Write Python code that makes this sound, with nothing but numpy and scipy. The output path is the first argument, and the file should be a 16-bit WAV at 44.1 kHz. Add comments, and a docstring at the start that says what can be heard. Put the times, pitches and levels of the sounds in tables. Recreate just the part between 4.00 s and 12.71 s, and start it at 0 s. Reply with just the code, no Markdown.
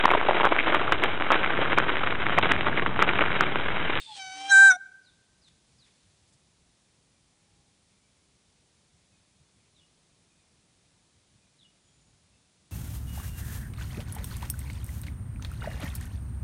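"""A peacock calls once on a park lawn: a hoarse squeak settles into a nasal whine, then bursts into a
loud honk that sags, pinches shut and echoes from the trees. Its syrinx is a harmonic source, filtered
by the resonances of throat and beak; a slower vibration adds sidebands, and both chop the breath.
Afterwards its train rustles in faint bursts of noise and small birds chirp far off in gliding tones,
over a dim far tone and the quiet hush of distant town and leaves."""
import sys
import numpy as np
from scipy import signal
from scipy.fft import rfft, irfft
from scipy.io import wavfile

SR = 44100
rng = np.random.default_rng(int(sys.argv[2]) if len(sys.argv) > 2 else 0)


def transcribe(u):
    """Save the signal u as a 16-bit wav file named by the first command-line argument.

    u: samples, shape (n,) or (channels, n), limited to [-1, 1]; the rate is SR.
    q: integer samples, one column per channel.
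    """
    v = np.clip(np.atleast_2d(u).T, -1, 1)
    q = np.round(v * 32767).astype(np.int16)
    wavfile.write(sys.argv[1], SR, q)


N = 384111

# noise spectrum of distant town and leaves: f/Hz, relative density/dB
HUSH_SPECTRUM = [(15, -44), (25, -15), (55, -0.5), (108, 0.5), (183, -1), (224, -5.5), (281, -7.5),
                 (420, -11), (830, -15), (1450, -18), (2710, -18), (3580, -15), (4490, -16), (9570, -18),
                 (10300, -20), (13400, -56.5), (22000, -120)]
# soft distant peeps: t/s, starting f/Hz, level/dB
PEEPS = [(3.139, 2430, -78), (4.029, 2380, -78), (5.118, 2600, -75), (6.3, 2540, -77), (6.38, 2540, -77),
         (7.417, 2520, -76), (7.879, 3350, -76), (8.321, 2740, -74)]
# one small bird's falling chirps and another's three-note chips: t/s, level/dB
CHIRPS = [(1.026, -63.5), (1.411, -63.5), (1.779, -64.5)]
CHIPS = [(5.749, -61.5), (7.584, -58)]
# the notes of each: delay/s, length/s, starting f/Hz, final f/Hz, bend (above 1 levels out), gain/dB
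CHIRP_NOTES = [(0, .09, 5400, 3410, 1.9, 0)]
CHIP_NOTES = [(0, .038, 4150, 3080, .6, -4.5), (.036, .018, 3720, 3300, 1, -.5),
              (.055, .046, 2980, 2860, 1.5, -7)]
# rustles of quills and grass: t/s, half width/s, centre f/Hz, level/dB
RUSTLES = [(1.485, .008, 3920, -62), (1.875, 0.02, 2400, -64.5), (1.935, .4, 4000, -72),
           (2.032, 0.0062, 5930, -71), (2.291, 0.017, 8000, -68.5), (2.337, 0.014, 8000, -65)]
# frequency response of the echoes from the trees: f/Hz, gain/dB
TREE_RESPONSE = [(300, -6), (780, -2), (1560, -2.5), (2400, -1), (4000, -7.5), (7000, -9), (10000, -16)]

# pitch of the syrinx from the whine onwards: t/s, f/Hz
PITCH = [(0.195, 773.5), (0.24, 761.0), (0.3, 755.9), (0.37, 765.9), (0.44, 781.7), (0.495, 790.6),
         (0.511, 795.0), (0.53, 785.1), (0.556, 778.1), (0.62, 785.9), (0.668, 783.9), (0.69, 777.0),
         (0.712, 746.7), (0.729, 725.2), (0.753, 726.7), (0.77, 743.3)]
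# cracks between registers: t/s, half width/s, relative pitch jitter, rasp level/dB
REGISTER_BREAKS = [(.166, .018, .025, -55), (.507, .01, .015, -58), (.726, .014, .012, -53.5)]
# filters for the breath, hoarse and broad: f/Hz, relative gain/dB
HOARSE_RESPONSE = [(100, -38.5), (300, -27), (1100, -27.5), (1800, -17), (2200, -17), (2500, -10),
                   (3100, -9), (3700, -6.5), (4500, -6.5), (5700, -18), (6900, -17.5), (8100, -12.5),
                   (9200, -17.5), (10300, -30)]
RASP_RESPONSE = [(60, -29.5), (170, -6.5), (300, -6.5), (600, -12), (1000, -2), (1800, -4), (3000, -0.5),
                 (4400, -5), (5600, 2.5), (7200, -3), (9000, -3), (10400, -19.5)]
# resonances of throat and beak: centre f/Hz, bandwidth/Hz, gain/dB
SQUEAK_FORMANTS = [(3200, 250, -0.99), (3400, 195, -1), (3620, 160, -1), (4160, 220, -1)]   # throat tight
WHINE_FORMANTS = [(1508, 62, -2.5), (2275, 260, -3.5), (3140, 217.5, -2), (3808, 260, -8),
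                  (4572, 180, -8.5), (5420, 150, -8.5), (6100, 180, -6.5), (7500, 400, -21),
                  (9200, 910, -26)]   # beak half closed
BURST_FORMANTS = [(3180, 150, -7), (3970, 180, 1), (5550, 160, -3), (6340, 200, 0), (8700, 500, -12)]   # beak bursting open
PINCH_FORMANTS = [(2180, 330, -6.5), (3570, 233, -4.5), (5420, 160, -6), (5930, 260, 0), (6800, 261, -14),
                  (8550, 770, -12)]   # throat closing
# line spectrum of the honk, sounded from the third harmonic up: harmonic number, gain/dB
HONK_HARMONICS = [(1, -22), (2, 5), (3, -28.5), (4, -33.5), (5, -23.5), (6, -38), (7, -36.5), (8, -29.5),
                  (9, -24.5), (10, -24), (11, -29), (12, -39), (13, -40)]

# parts of the call: start t/s, hold/s, level/dB, rise/dB, arch/dB, attack/s, release/s
SQUEAK = (0, .172, -50, -1, -2, .005, .014)   # tight, broken overtones
HOARSE = (0, .182, -46, 1.5, -7.5, .005, .014)   # air through the tight throat
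CATCH = (.096, .033, -46.5, 1, 0, .011, .008)   # the fundamental catches for a moment
RASP = (.18, .322, -52, 4.5, -.5, .016, .004)   # broad rush of air
HUM = (.182, .31, -41, 9, -5, .014, .01)   # fundamental of the whine
WHINE = (.197, .305, -41.5, 3, -4.5, .007, .012)   # its nasal overtones
GROWL = (.365, .14, -9.5, -2, 1, .022, .008)   # the slower vibration; level is modulation depth
CHEST = (.5, .266, -37, -6, 3, .025, .004)   # fundamental of the honk
BURST = (.501, .024, -36, 0, 1, .006, .008)   # the beak bursts open
RING = (.52, .19, -14.2, 1, 3.8, .01, .015)   # second harmonic of the honk
EDGE = (.521, .163, -11.4, -1.5, -.7, .008, .017)   # its brassy overtones
PINCH = (.7, .06, -42, -6, 0, .008, .004)   # the throat closes

TIME = np.arange(N) / SR


def from_db(db):
    """Amplitude ratio: a factor of ten for every 20 dB."""
    return 10 ** (np.asarray(db) / 20)


def unit_power(x):
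    """Normalisation to a mean square of one."""
    return x / np.sqrt(np.mean(x ** 2) + 1e-20)


def phase_of(hz):
    """Phase is the time integral of frequency."""
    return 2 * np.pi * np.cumsum(hz) / SR


def colour(x, response):
    """Linear filtering: the spectrum is multiplied by a gain curve, in dB over log frequency."""
    hz, db = np.transpose(response)
    bins = np.maximum(np.fft.rfftfreq(N, 1 / SR), 1)
    return irfft(rfft(x) * from_db(np.interp(np.log(bins), np.log(hz), db)), N)


def noise(response, opening=1):
    """Source and filter: white noise is modulated, coloured and brought to unit power."""
    return unit_power(colour(opening * rng.standard_normal(N), response))


def drift(rate_hz):
    """Random fluctuation: low-passed noise of unit power."""
    lowpass = signal.butter(2, rate_hz, fs=SR, output="sos")
    return unit_power(signal.sosfilt(lowpass, rng.standard_normal(N)))


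def swell(s, width):
    """Gaussian pulse of height 1, down to 1/e at one width either side."""
    return np.exp(-((TIME - s) / width) ** 2)


def gate(part):
    """Exponential attack and release around a hold of height 1."""
    start, hold, _, _, _, attack, release = part
    t = TIME - start
    decay = np.maximum(-t, 0) / attack + np.maximum(t - hold, 0) / release
    return np.exp(-np.minimum(decay, 20))


def envelope(part):
    """Amplitude envelope: a gate whose level tilts and arches over the hold."""
    start, hold, db, rise_db, arch_db, _, _ = part
    along = np.clip((TIME - start) / hold, 0, 1) - .5
    return gate(part) * from_db(db + rise_db * along + arch_db * (1 - (2 * along) ** 2))


def hush(level_db=-66.7, lull_db=-3, uneven_db=2.5):
    """Broadband noise of town and leaves: an even hiss over a rumble that wavers and briefly eases."""
    air = from_db(level_db) * noise(HUSH_SPECTRUM)
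    rumble = colour(air, [(150, -0.5), (300, -21), (600, -60.5)])
    return air - rumble + rumble * from_db(lull_db * swell(.8, .55) + uneven_db * drift(9.9))


def far_tone(hz=817, db=-80):
    """A sinusoid under a Gaussian envelope swells out of the hush and sinks back."""
    return from_db(db) * swell(3.55, .2) * np.sin(2 * np.pi * hz * TIME)


def far_chorus(db=-86):
    """Incoherent sum: birds deep in the wood merge into a wavering band of noise."""
    band = noise([(1500, -40), (2100, -4.5), (2450, -1.5), (2750, -7), (3300, -41)])
    return from_db(db) * unit_power(band * from_db(3 * drift(9)))


def trees(x, t60, build_s):
    """Reverberation by scattering: diffuse echoes build up, then decay exponentially."""
    t = np.arange(2 * SR) / SR
    build_up = 1 - np.exp(-(t / build_s) ** 2)
    echoes = rng.standard_normal(len(t)) * build_up * from_db(-60 * t / t60)
    return signal.fftconvolve(x, echoes / np.linalg.norm(echoes))[:N]


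def whistle(top_hz=7020, sag_hz=480, db=-76.5):
    """Joint amplitude and frequency modulation: a thin note is highest where it is loudest."""
    effort = swell(7.97, .18)
    return from_db(db) * effort * np.sin(phase_of(top_hz - sag_hz * (1 - effort)))


def falling_note(s, length, start_hz, end_hz, bend, db):
    """Frequency sweep: a pure tone glides along a power law."""
    out = np.zeros(N)
    along = np.arange(int(length * SR)) / (length * SR)
    hz = end_hz + (start_hz - end_hz) * (1 - along) ** bend
    first = int(s * SR)
    out[first:first + len(along)] = from_db(db) * np.sqrt(np.sin(np.pi * along)) * np.sin(phase_of(hz))
    return out


def song(calls, notes):
    """Superposition of sweeps: the same figure of notes at every call."""
    return sum(falling_note(s + delay, *glide, db + note_db)
               for s, db in calls for delay, *glide, note_db in notes)


def small_birds(peep_s=.048, peep_fall=.045, burr_depth=.4):
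    """Gliding tones flutter in amplitude and are blurred by scattering in the foliage."""
    peeps = sum(falling_note(s, peep_s, hz, hz * (1 - peep_fall), 2, db) for s, hz, db in PEEPS)
    notes = song(CHIRPS, CHIRP_NOTES) + peeps + whistle()
    chips = song(CHIPS, CHIP_NOTES) * (1 + burr_depth * drift(250))
    direct = (notes + chips) * from_db(2.5 * drift(70))
    scattered = from_db(-2) * notes + from_db(-5.5) * chips
    return direct + trees(scattered, t60=.45, build_s=.004)


def rustles():
    """Friction noise of quills and grass: each swish has one broad spectral peak."""
    return sum(from_db(db) * swell(s, width) * noise([(hz / 8, -14), (hz, 0), (hz * 4, -12)])
               for s, width, hz, db in RUSTLES)


def breath(phase, growl_wave, pulsing=.68, ragged_db=1.07):
    """Modulated turbulence: both vibrations chop the air before the throat colours it."""
    opening = np.maximum(1 + pulsing * np.sin(phase) + 2 * growl_wave, 0)
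    opening *= from_db(ragged_db * drift(120))
    rush = envelope(RASP) + sum(from_db(db) * swell(s, width) for s, width, _, db in REGISTER_BREAKS)
    return envelope(HOARSE) * noise(HOARSE_RESPONSE, opening) + rush * noise(RASP_RESPONSE, opening)


def growl(hz=291, jitter=.018, pinch_depth=.22):
    """Biphonation: a second, slower vibration joins late in the whine and in the pinch."""
    depth = envelope(GROWL) + pinch_depth * gate(PINCH)
    return depth * np.sin(phase_of(hz * (1 + jitter * drift(80))))


def syrinx(squeak_hz=932, slide_bend=1.35):
    """Fundamental frequency of the source and its relative jitter, which flares at register breaks."""
    times, hz = np.transpose(PITCH)
    slide = 1 - np.minimum(TIME / times[0], 1) ** slide_bend   # ever faster, down onto the whine
    pitch = np.interp(TIME, times, hz) + (squeak_hz - hz[0]) * slide
    jitter = .0005 + .014 * gate(SQUEAK) + .0025 * gate(WHINE) + .003 * gate(PINCH)
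    return pitch, jitter + sum(share * swell(s, width) for s, width, share, _ in REGISTER_BREAKS)


def throat(phase, pitch, formants):
    """Resonance: harmonics 2 to 13 swell as they slide through the formants."""
    out = np.zeros(N)
    for k in range(2, 14):
        gain = sum(from_db(db) / (1 + (2 * (k * pitch - hz) / width) ** 2) for hz, width, db in formants)
        out += np.sqrt(2) * gain * np.sin(k * phase)
    return out


def brassy_edge(phase, flutter_db=1.2):
    """Harmonic series of the honk from the third up, each partial fluttering independently."""
    out = np.zeros(N)
    for k, db in HONK_HARMONICS[2:]:
        gain = from_db(db + flutter_db * drift(17.91))
        out += np.sqrt(2) * gain * np.sin(k * phase + rng.uniform(0, 2 * np.pi))
    return out


def peacock(shimmer=.013, crack=6.7, coupling=.22, broken_db=3.5, waver_db=1.5, growl_tone_db=-52):
    """Source-filter voice: one oscillation drives squeak, whine and honk through changing formants."""
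    pitch, jitter = syrinx()
    phase = phase_of(pitch * (1 + jitter * drift(220)))
    voiced = np.maximum.reduce([envelope(CATCH), envelope(HUM), envelope(CHEST)])
    fundamental = np.sqrt(2) * voiced * from_db(waver_db * drift(30)) * np.sin(phase)
    # the open beak rings on the second harmonic; ring and edge crack where the membranes are unsteady
    unevenness = 1 + shimmer * drift(120) + crack * jitter * drift(350)
    ring = np.sqrt(2) * envelope(RING) * unevenness * np.cos(2 * phase)
    upper = envelope(EDGE) * unevenness * brassy_edge(phase)
    upper += envelope(WHINE) * from_db(waver_db * drift(40)) * throat(phase, pitch, WHINE_FORMANTS)
    upper += envelope(SQUEAK) * from_db(broken_db * drift(90)) * throat(phase, pitch, SQUEAK_FORMANTS)
    upper += envelope(BURST) * throat(phase, pitch, BURST_FORMANTS)
    snap = from_db(-28.5) * swell(.711, .012)   # the throat snaps tight as the honk ends
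    upper += (envelope(PINCH) + snap) * throat(phase, pitch, PINCH_FORMANTS)
    growl_wave = growl()
    sidebands = growl_wave * (upper + coupling * fundamental)
    growl_tone = np.sqrt(2) * from_db(growl_tone_db) * growl_wave
    return fundamental + ring + upper + sidebands + growl_tone + breath(phase, growl_wave)


def scene():
    """Superposition of the call, its near and far echoes and the quiet sounds of the park."""
    call = peacock()
    near = from_db(-29.5) * trees(call, t60=.8, build_s=.08)
    far = from_db(-57) * trees(call, t60=3.14, build_s=.16)
    echoes = colour(near + far, TREE_RESPONSE)
    return (call + echoes + small_birds() + far_chorus() + far_tone() + rustles() + hush())[None]


def record(dry, cutoff_hz=10450):
    """Band limiting: an elliptic low-pass filter cuts the top steeply."""
    return signal.sosfilt(signal.ellip(12, .1, 70, cutoff_hz, fs=SR, output="sos"), dry)


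dry = scene()
out = record(dry)
transcribe(out)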